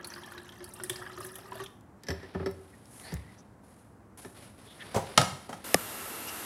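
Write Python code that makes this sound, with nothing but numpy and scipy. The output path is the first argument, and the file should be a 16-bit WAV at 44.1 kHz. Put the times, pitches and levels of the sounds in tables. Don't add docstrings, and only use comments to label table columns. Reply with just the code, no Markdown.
import sys
import numpy as np
from scipy import signal
from scipy.fft import rfft, irfft
from scipy.io import wavfile
from scipy.ndimage import uniform_filter1d

SR = 44100
rng = np.random.default_rng(int(sys.argv[2]) if len(sys.argv) > 2 else 0)


def generate_wav(signal):
    frames = np.transpose(np.atleast_2d(signal))
    scaled = np.clip(frames, -1, 1) * 32767
    pcm = np.round(scaled).astype(np.int16)
    wavfile.write(sys.argv[1], SR, pcm)


N = 284445
TIME_S = np.arange(N) / SR
RING_S = TIME_S[:SR // 2]


def amp(db):
    return 10 ** (np.asarray(db) / 20)


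def unit_rms(x):
    return x / np.sqrt(np.mean(x ** 2) + 1e-20)


def at_hz(points, hz):
    points_hz, values = np.transpose(points)
    return np.interp(np.log(hz + 1), np.log(points_hz + 1), values)


def add(mix, start_s, sound):
    part = mix[max(round(start_s * SR), 0):][:len(sound)]
    part += sound[:len(part)]


def coloured(x, spectrum):
    gain = amp(at_hz(spectrum, np.fft.rfftfreq(len(x), 1 / SR)))
    return unit_rms(irfft(rfft(x) * gain, len(x)))


def noise(spectrum, size=N):
    return coloured(rng.standard_normal(size), spectrum)


def narrow_noise(hz, widths_hz):
    carrier = np.exp(2j * np.pi * np.cumsum(hz) / SR)
    x = rng.standard_normal(len(hz))
    for width_hz in widths_hz:
        pole = np.exp(-np.pi * width_hz / SR)
        x = 2 * (carrier * signal.lfilter([1 - pole], [1, -pole], x / carrier)).real
    return unit_rms(x)


def decay(t60_s, rise_s):
    return (1 - np.exp(-RING_S / rise_s)) * np.exp(-np.log(1000) * RING_S / t60_s)


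def burst(spectrum, t60_s, rise_s):
    return noise(spectrum, len(RING_S)) * decay(t60_s, rise_s)


def struck(modes, rise_cycles, detune=0., lag_cycles=0.):
    out = np.zeros(len(RING_S))
    for k, (hz, db, t60_s) in enumerate(modes):
        detuned_hz = hz * (1 + detune * rng.standard_normal())
        ring = decay(t60_s, rise_cycles / hz) * np.sin(2 * np.pi * detuned_hz * RING_S)
        add(out, lag_cycles / hz, (-1) ** k * amp(db) * ring)
    return out / abs(out).max()


def bubble(hz, decay_cycles):
    t = RING_S[:SR // 25]
    ring = np.sin(2 * np.pi * hz * t) * np.exp(-t * hz / decay_cycles)
    walls = 0.086 * rng.standard_normal(len(t)) * np.exp(-t / 0.0045)
    return unit_rms(ring + signal.fftconvolve(ring, walls)[:len(t)]) * ring.std()


def cluster(hz, width_oct, t60_s):
    grid_hz = np.geomspace(300, 16000, 60)
    peak_db = -14 * np.log10(1 + (np.log2(grid_hz / hz) / width_oct) ** 2)
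    return burst(np.transpose([grid_hz, peak_db]), t60_s, rise_s=0.00057)


def swarm(shapes, per_s, spread_db):
    out = np.zeros(2 * SR)
    for shape in shapes:
        strengths = amp(spread_db * np.minimum(rng.exponential(1, len(out)), 2))
        births = rng.random(len(out)) < per_s / len(shapes) / SR
        out += signal.oaconvolve(strengths * births, shape[:SR // 20])[:len(out)]
    return np.pad(unit_rms(out), (0, N - len(out)))


# frequency in Hz, relative level in dB.
GURGLE_SPECTRUM = [(200, -61), (500, -14.5), (800, -3.5), (1200, 6), (1500, 2.5), (1780, 11), (2300, -9),
                   (3200, -0.5), (6000, -36.5)]
SLAP_SPECTRUM = [(300, -32), (1000, 5), (1800, 3), (2400, 9), (3400, -8.5), (5500, 2.5), (7000, -1.5),
                 (12000, -41.5), (16000, -22.5)]
SPRAY_SPECTRUM = [(2000, -74), (5000, -9), (7500, -5.5), (10500, 7), (12500, -2.5), (15500, -12)]
# time in seconds, relative gurgle and fizz levels in dB.
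FLOW = [(0.0, -56, -60.5), (0.19, -51, -54), (0.57, -58, -61.5), (0.78, -55, -57.5), (0.87, -65, -55.5),
        (0.92, -54, -47), (1.05, -49, -61), (1.22, -57.5, -51.5), (1.46, -54, -62), (1.63, -51, -53.5),
        (1.71, -82, -73), (1.8, -82, -99)]

def flow_gains():
    times_s, *levels_db = np.transpose(FLOW)
    return [amp(np.interp(TIME_S, times_s, db, left=-120, right=-120)) for db in levels_db]


def stream():
    gurgle, fizz = flow_gains()
    large = [bubble(hz, decay_cycles=10.4) for hz in np.geomspace(452.5, 3240, 50)]
    small = [cluster(hz, width_oct=0.05, t60_s=0.031) for hz in np.geomspace(2700, 6300, 30)]
    tiny = [cluster(hz, width_oct=0.038, t60_s=0.029) for hz in np.geomspace(7300, 13300, 30)]
    patter = [burst(SLAP_SPECTRUM, t60_s=0.043, rise_s=0.00031) for _ in range(8)]
    mist = [burst(SPRAY_SPECTRUM, t60_s=0.022, rise_s=0.00025) for _ in range(8)]
    out = amp(-5.5) * gurgle * coloured(swarm(large, per_s=700, spread_db=7), GURGLE_SPECTRUM)
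    out += amp(-4) * fizz * swarm(small, per_s=310, spread_db=5)
    out += amp(-9.5) * fizz * swarm(tiny, per_s=200, spread_db=1.5)
    out += amp(-9.5) * fizz * swarm(patter, per_s=60, spread_db=7)
    return out + amp(-9) * fizz * swarm(mist, per_s=55, spread_db=4.5)


# start in seconds, bubble pitch in Hz, relative bubble and air note levels in dB.
GULP_EVENTS = [(0.0, 1680, -45, -43), (0.162, 1610, -42, -57), (0.32, 1480, -43, -64),
               (0.35, 1700, -52, -49), (0.378, 1600, -44, -65), (0.605, 1730, -45.5, -47.5),
               (0.7997, 1396, -39, -45.5), (0.837, 1870, -42, -47), (0.8973, 1770, -34, -38),
               (0.9577, 1750, -44, -73), (0.9936, 715, -49, -55), (1.02, 1290, -42, -64),
               (1.064, 1680, -37.5, -65), (1.0971, 1300, -43.5, -62), (1.1759, 1266, -39.5, -40.5),
               (1.2066, 1190, -40.5, -43), (1.248, 1700, -43.5, -46.5), (1.3842, 693, -48.5, -66),
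               (1.5203, 994, -38, -48.5), (1.5538, 643, -42.5, -53), (1.601, 1152, -38.5, -43.5)]

def gulps():
    out = np.zeros(N)
    for start_s, hz, db, _ in GULP_EVENTS:
        add(out, start_s, amp(db + 5.5) * bubble(hz, decay_cycles=6.5))
        add(out, start_s, amp(db - 5) * burst(GURGLE_SPECTRUM, t60_s=0.064, rise_s=0.00085))
    return out


# time in seconds, pitch in Hz.
AIR_PITCH = [(0, 346.1), (.8, 361.5), (1.25, 368.4), (1.7, 391)]
# frequency in Hz, relative level in dB.
SLOSH_SPECTRUM = [(50, -22), (85, -5.5), (125, 6), (170, -9), (260, -34), (600, -2.5), (900, -38.5),
                  (4000, -79.5)]

def air_note():
    gurgle, _ = flow_gains()
    swing = amp(-8.5) * gurgle
    for start_s, _, _, air_db in GULP_EVENTS:
        add(swing, start_s, amp(air_db) * decay(t60_s=0.17, rise_s=0.008))
    hz = np.interp(TIME_S, *np.transpose(AIR_PITCH))
    jostled = narrow_noise(hz, widths_hz=(42, 63))
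    tone = np.sin(2 * np.pi * np.cumsum(hz) / SR)
    return swing * (amp(4) * unit_rms(tone + 0.5 * jostled) + amp(-4) * noise(SLOSH_SPECTRUM))


# frequency in Hz, relative level in dB.
ROOM_SPECTRUM = [(18, -62), (30, -24), (61, -4.5), (113, -2), (158, -10), (195, -2.5), (415, -13),
                 (538, -15.5), (815, -16), (1300, -21), (1560, -23.5), (3410, -43.5), (9640, -41),
                 (15000, -50.5)]

def room_tone():
    return amp(-55) * noise(ROOM_SPECTRUM)


# start in seconds, relative level in dB, plink pitch in Hz.
SLAP_EVENTS = [(0.0448, -40, 4180), (0.1022, -48, 5770), (0.1376, -43.5, 4550), (0.2344, -50, 3220),
               (0.379, -47, 3900), (0.4895, -48, 3230), (0.5214, -52, 3240), (0.641, -50, 4650),
               (0.836, -52, 3300), (0.8969, -32.5, 3400), (0.9581, -39.5, 4830), (1.25, -54, 3300),
               (1.355, -46.5, 3230), (1.574, -53, 3300), (1.6386, -49.5, 3440), (1.6605, -44, 3330)]

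def slaps():
    out = np.zeros(N)
    for start_s, db, hz in SLAP_EVENTS:
        plink = amp(4) * cluster(hz, width_oct=0.066, t60_s=0.037)
        slap = burst(SLAP_SPECTRUM, t60_s=0.034, rise_s=0.0016)
        add(out, start_s, amp(db) * (slap + plink))
    return out


# start in seconds, relative level in dB, bubble pitch in Hz.
SPRAY_EVENTS = [(0.0452, -40, 10500), (0.0715, -33, 10700), (0.321, -46, 11300), (0.642, -37.5, 9800),
                (0.6896, -43, 9400), (0.737, -37.5, 8600), (0.836, -27.5, 9160), (0.8965, -25, 8260),
                (1.204, -40, 9600), (1.248, -37, 11900), (1.265, -36, 10000), (1.318, -44, 9900),
                (1.355, -33.5, 11300), (1.3838, -44, 11500), (1.5537, -44, 11400), (1.6006, -45, 10100),
                (1.637, -40.5, 10400)]

def spray():
    out = np.zeros(N)
    for start_s, db, hz in SPRAY_EVENTS:
        fizz = amp(-6) * cluster(hz, width_oct=0.045, t60_s=0.041)
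        spurt = amp(-5) * burst(SPRAY_SPECTRUM, t60_s=0.04, rise_s=0.0002)
        add(out, start_s, amp(db) * (spurt + fizz))
    return out


# start in seconds, spectral peak in Hz, level in dB.
FINGER_TICKS = [(1.809, 6460, -54), (2.035, 5550, -38.5), (2.512, 11000, -42), (2.856, 5500, -47),
                (2.998, 3200, -41.5), (3.12, 1300, -46), (3.1399, 8800, -32), (3.168, 2200, -44),
                (4.248, 1460, -33)]

def fingers():
    out = np.zeros(N)
    for start_s, hz, db in FINGER_TICKS:
        spectrum = [(hz / 8, -32), (hz / 2, -6), (hz, 0), (hz * 2, -8), (hz * 8, -32)]
        add(out, start_s, amp(db) * burst(spectrum, t60_s=0.011, rise_s=0.00054))
    return out


# frequency in Hz, relative level in dB.
SWISH_SPECTRUM = [(2500, -28), (6000, -6), (8000, -3.5), (10200, 5), (11500, -2.5), (13000, -10.5),
                  (15500, -25)]
SCRAPE_SPECTRUM = [(500, 11), (1200, 7), (1900, 6), (2600, 3), (3700, 2), (5500, -2), (7500, -30),
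                   (12000, -48)]
# start, rise and hold in seconds, swish and scrape levels in dB.
RUSTLE_SWELLS = [(1.94, .18, 0.31, -74, -57), (2.473, 0.033, 0.46, -68, -65.5),
                 (2.76, 0.21, 0.099, -54.5, -59), (2.994, 0.077, 0.032, -62, -50),
                 (3.146, 0.039, 0.16, -69.5, -62), (3.607, 0.038, 0.15, -68.5, -69),
                 (4.172, 0.003, 0.02, -52.5, -54), (4.313, 0.054, 0.064, -58.5, -54.5),
                 (4.546, 0.046, 0.34, -62.5, -57.5), (4.73, 0.11, 0.44, -58.5, -49.5),
                 (5.29, 0.05, 0.55, -63, -56)]
# start and length in seconds, centre in Hz, glide in Hz/s, resonator width in Hz, level in dB.
SCUFF_EVENTS = [(2.15, 0.16, 1820, 0, 298, -55), (2.724, 0.034, 1930, 0, 300, -57),
                (2.957, 0.29, 1870, 0, 400, -53), (3.019, 0.094, 690, -5, 179, -54),
                (2.997, 0.17, 4500, 7000, 700, -54), (3.099, 0.32, 1970, 0, 350, -62.5),
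                (3.37, 0.051, 5860, 0, 1200, -60), (4.642, 0.13, 3400, 2, 700, -57),
                (4.78, 0.078, 1740, 0, 800, -47), (4.79, 0.049, 3340, 0, 1000, -49.5),
                (6.257, 0.068, 2790, 0, 400, -46), (6.26, 0.055, 5430, 0, 2000, -46)]

def rustle():
    release_t60_s = 0.77
    swish, scrape = np.zeros((2, N))
    for start_s, rise_s, hold_s, swish_db, scrape_db in RUSTLE_SWELLS:
        t = np.maximum(TIME_S - start_s, 0)
        release = np.exp(-np.log(1000) * np.maximum(t - rise_s - hold_s, 0) / release_t60_s)
        envelope = np.minimum(t / rise_s, 1) ** 2 * release
        swish = np.maximum(swish, amp(swish_db) * envelope)
        scrape = np.maximum(scrape, amp(scrape_db) * envelope)
    flutter_db = 1.4 * unit_rms(uniform_filter1d(rng.standard_normal(N), size=400))
    out = swish * noise(SWISH_SPECTRUM) + scrape * noise(SCRAPE_SPECTRUM)
    for start_s, length_s, centre_hz, glide_hz_per_s, width_hz, db in SCUFF_EVENTS:
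        arch = np.hanning(int(length_s * SR))
        hz = centre_hz + glide_hz_per_s * (TIME_S[:len(arch)] - length_s / 2)
        add(out, start_s, amp(db) * arch * narrow_noise(hz, (width_hz, width_hz)))
    return out * amp(flutter_db)


# frequency in Hz, relative level in dB, t60 in seconds.
BODY_MODES = [(184, 4, 0.19), (266.5, 7, 0.12), (340.4, 4, 0.12), (374, 7.5, 0.091), (427.3, 10.5, 0.059),
              (570, -4.5, 0.23), (800, -37, 0.059), (1280, -9.5, 0.18), (1738, 0.5, 0.048),
              (1980, -32, 0.055)]
WALL_MODES = [(1760, 8, 0.1), (2015, 0, 0.14), (3250, -0.5, 0.067), (3880, -7, 0.15), (4510, -1.5, 0.071),
              (5290, 10, 0.031), (5800, 0, 0.077), (7700, -6, 0.12), (8700, -14, 0.057), (9900, -30, 0.088),
              (11860, -9, 0.17)]
COUNTER_MODES = [(74.5, -15, 0.25), (93.7, -6.5, 0.36), (97.7, 0, 0.1), (124.4, -7.5, 0.2),
                 (172.3, 1.5, 0.14)]
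# frequency in Hz, relative level in dB.
RATTLE_SPECTRUM = [(60, -9), (130, -12), (300, -5), (500, 7), (750, 0), (1200, -4.5), (1800, -12),
                   (3000, -22), (8000, -53), (15000, -70)]
TICK_SPECTRUM = [(500, -15), (1200, 3), (1900, 10), (2600, 1), (3800, 0), (5700, 8), (7000, -15),
                 (11000, -5.5), (13000, -23), (16000, -25)]
# start in seconds, relative body, thump, crack and air note levels in dB.
LIGHT_KNOCKS = [(2.035, -51, -50, -46.5, -73), (2.068, -57, -63, -41, -70), (2.085, -30.5, -29, -28.5, -57),
                (2.104, -27.5, -42, -30, -34), (2.23, -40.5, -62, -50, -51), (2.348, -27, -26.5, -49, -35),
                (2.398, -30.5, -31.5, -75, -46), (2.426, -35, -34, -74, -34),
                (2.46, -25.5, -33.5, -34.5, -26.5), (3.121, -34, -29, -41.5, -60),
                (4.248, -37.5, -46, -46, -71)]

def light_knocks():
    out = np.zeros(N)
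    air = decay(t60_s=0.21, rise_s=0.0027) * np.sin(2 * np.pi * 388 * RING_S)
    for start_s, body_db, thump_db, crack_db, air_db in LIGHT_KNOCKS:
        body = struck(BODY_MODES, rise_cycles=1, detune=0.024)
        rattle = amp(-7) * burst(RATTLE_SPECTRUM, t60_s=0.11, rise_s=0.0017)
        add(out, start_s, amp(body_db) * (body + rattle))
        add(out, start_s + 0.003, amp(thump_db) * struck(COUNTER_MODES, rise_cycles=0.5, detune=0.095))
        add(out, start_s, amp(crack_db - 6.5) * burst(TICK_SPECTRUM, t60_s=0.056, rise_s=0.00028))
        add(out, start_s, amp(crack_db + 1) * struck(WALL_MODES, rise_cycles=0.29, detune=0.015))
        add(out, start_s, amp(air_db) * air)
    return out


# start in seconds, pitch in Hz, peak level in dB, t60 in seconds.
COUNTER_THUDS = [(2.102, 83, -34, 0.29), (3.133, 69.7, -34, 0.32), (4.956, 97, -26.5, 0.071),
                 (5.188, 132, -20, .11), (5.324, 136, -38, 0.15), (5.749, 168, -27.5, 0.071)]

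def thuds():
    out = np.zeros(N)
    for start_s, hz, db, t60_s in COUNTER_THUDS:
        add(out, start_s, amp(db) * struck([(hz, 0, t60_s)], rise_cycles=0.46))
    return out


# frequency in Hz, relative level in dB, undamped t60 in seconds.
GLASS_MODES = [(700, -6, .1), (780, -2, .12), (855, -1, .12), (988, -2, .08), (1147, -6, .1),
               (1268, 2, .14), (1380, 0, .12), (1545, -3, .07), (1667, -6, .08), (1941, -6, .08),
               (2147, -10, .09), (2253, -10, .09), (2690, -11, .07), (3155, -3, .1), (3268, -11, .1),
               (3704, -12, .08), (4670, -13, .06), (5237, -10, .08), (5599, -12, .08), (9280, -19, .07),
               (10077, -14, .09)]
# frequency in Hz, relative level in dB.
CRACK_SPECTRUM = [(300, 5), (800, 9), (1400, 9), (2300, 8), (3300, 6), (5500, 4.5), (7000, 1), (10000, 2),
                  (12500, -12), (16000, -28)]
CLACK_SPECTRUM = [(60, -22), (150, 0), (400, -1.5), (750, 3), (1100, -7), (1600, -13.5), (3000, -23),
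                  (8000, -21), (15000, -36)]
# start in seconds, relative ring, thump, crack and counter clack levels in dB.
TUMBLER_KNOCKS = [(4.9442, -34.5, -36, -51, -25), (4.96, -57, -30.5, -58, -23),
                  (5.176, -3, -26.5, -7.5, -21), (5.214, -21, -50, -22, -32.5), (5.492, -37, -45, -62, -37),
                  (5.528, -27, -47, -48, -38)]

def tumbler():
    out = np.zeros(N)
    hand_damping = np.exp(-RING_S / 0.016)
    for start_s, ring_db, thump_db, crack_db, clack_db in TUMBLER_KNOCKS:
        add(out, start_s, amp(ring_db) * hand_damping * struck(GLASS_MODES, rise_cycles=0.55))
        add(out, start_s, amp(crack_db) * burst(CRACK_SPECTRUM, t60_s=0.03, rise_s=0.00033))
        add(out, start_s, amp(crack_db - 19) * burst(CRACK_SPECTRUM, t60_s=0.16, rise_s=0.0037))
        add(out, start_s, amp(clack_db) * burst(CLACK_SPECTRUM, t60_s=0.15, rise_s=0.00043))
        add(out, start_s + 0.0105, amp(thump_db) * struck(COUNTER_MODES, rise_cycles=0.8, detune=0.049))
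    return out


# frequency in Hz, relative level in dB.
HISS_SPECTRUM = [(35, -15), (60, -18), (108, -5), (146, -16), (184, -3.5), (287, 1.5), (579, -1.5),
                 (1280, -1.5), (2140, -4.5), (2770, -11), (3420, -8.5), (6280, -11.5), (11800, -4.5),
                 (13600, -14), (16000, -32)]
# pitch at onset and one second later in Hz, resonator width in Hz, level in dB.
THIN_WHISTLES = [(1310, 1310, 90, -55), (2750, 2750, 300, -55), (11960, 11520, 170, -53),
                 (13300, 13285, 40, -58)]

def steady_hiss():
    start_s, rise_s = 5.642, 0.00055
    elapsed_s = np.maximum(TIME_S - start_s, 0)
    out = amp(-41.25) * noise(HISS_SPECTRUM)
    for onset_hz, later_hz, width_hz, db in THIN_WHISTLES:
        hz = onset_hz + (later_hz - onset_hz) * elapsed_s
        out += amp(db) * narrow_noise(hz, (width_hz, width_hz))
    return out * np.minimum(elapsed_s / rise_s, 1)


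# frequency in Hz, relative level in dB, t60 in seconds.
CLICK_MODES = [(262, -7.5, 0.037), (377, -14.5, 0.039), (517, 3.5, 0.014), (706, -6, 0.026),
               (1173, -12.5, 0.058), (1740, 0, 0.015), (2800, -33, 0.033), (5100, -7, 0.015),
               (5880, 3.5, 0.0042), (9400, -5, 0.0051), (11000, 6.5, 0.0026)]

def click():
    start_s = 5.7435
    out = np.zeros(N)
    add(out, start_s, amp(-4.5) * struck(CLICK_MODES, rise_cycles=0.32, lag_cycles=0.91))
    add(out, start_s, amp(-10.5) * burst(CRACK_SPECTRUM, t60_s=0.012, rise_s=0.0001))
    return out


# frequency in Hz, t60 in seconds.
KITCHEN_T60 = [(100, 0.55), (400, 0.62), (1500, 0.49), (4000, 0.48), (9000, 0.52), (15000, 0.57)]

def kitchen(x):
    hz, t, bands = signal.stft(rng.standard_normal(SR // 2), SR, nperseg=256)
    bands *= np.exp(-np.log(1000) * t / at_hz(KITCHEN_T60, hz)[:, None])
    tail = signal.istft(bands, SR, nperseg=256)[1][:len(RING_S)]
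    tail *= np.clip((RING_S - 0.003) / 0.0011, 0, 1)
    return signal.fftconvolve(x, tail / np.linalg.norm(tail))[:N]


def scene():
    water = stream() + gulps() + slaps() + spray()
    knocks, glass = light_knocks(), tumbler()
    reverb = amp(-9.5) * kitchen(water) + amp(-10) * kitchen(knocks) + amp(-8.5) * kitchen(glass)
    direct_only = air_note() + room_tone() + fingers() + rustle() + thuds() + steady_hiss() + click()
    return (water + knocks + glass + reverb + direct_only)[None]


def record(dry):
    low_hz, high_hz = 55, 15900
    highpass = signal.butter(3, low_hz, "highpass", fs=SR, output="sos")
    lowpass = signal.firwin(511, high_hz, window=("kaiser", 9), fs=SR)
    clipped = np.clip(signal.sosfilt(highpass, dry), -1, 1)
    return signal.oaconvolve(clipped, lowpass[None], "same")


dry = scene()
out = record(dry)
generate_wav(out)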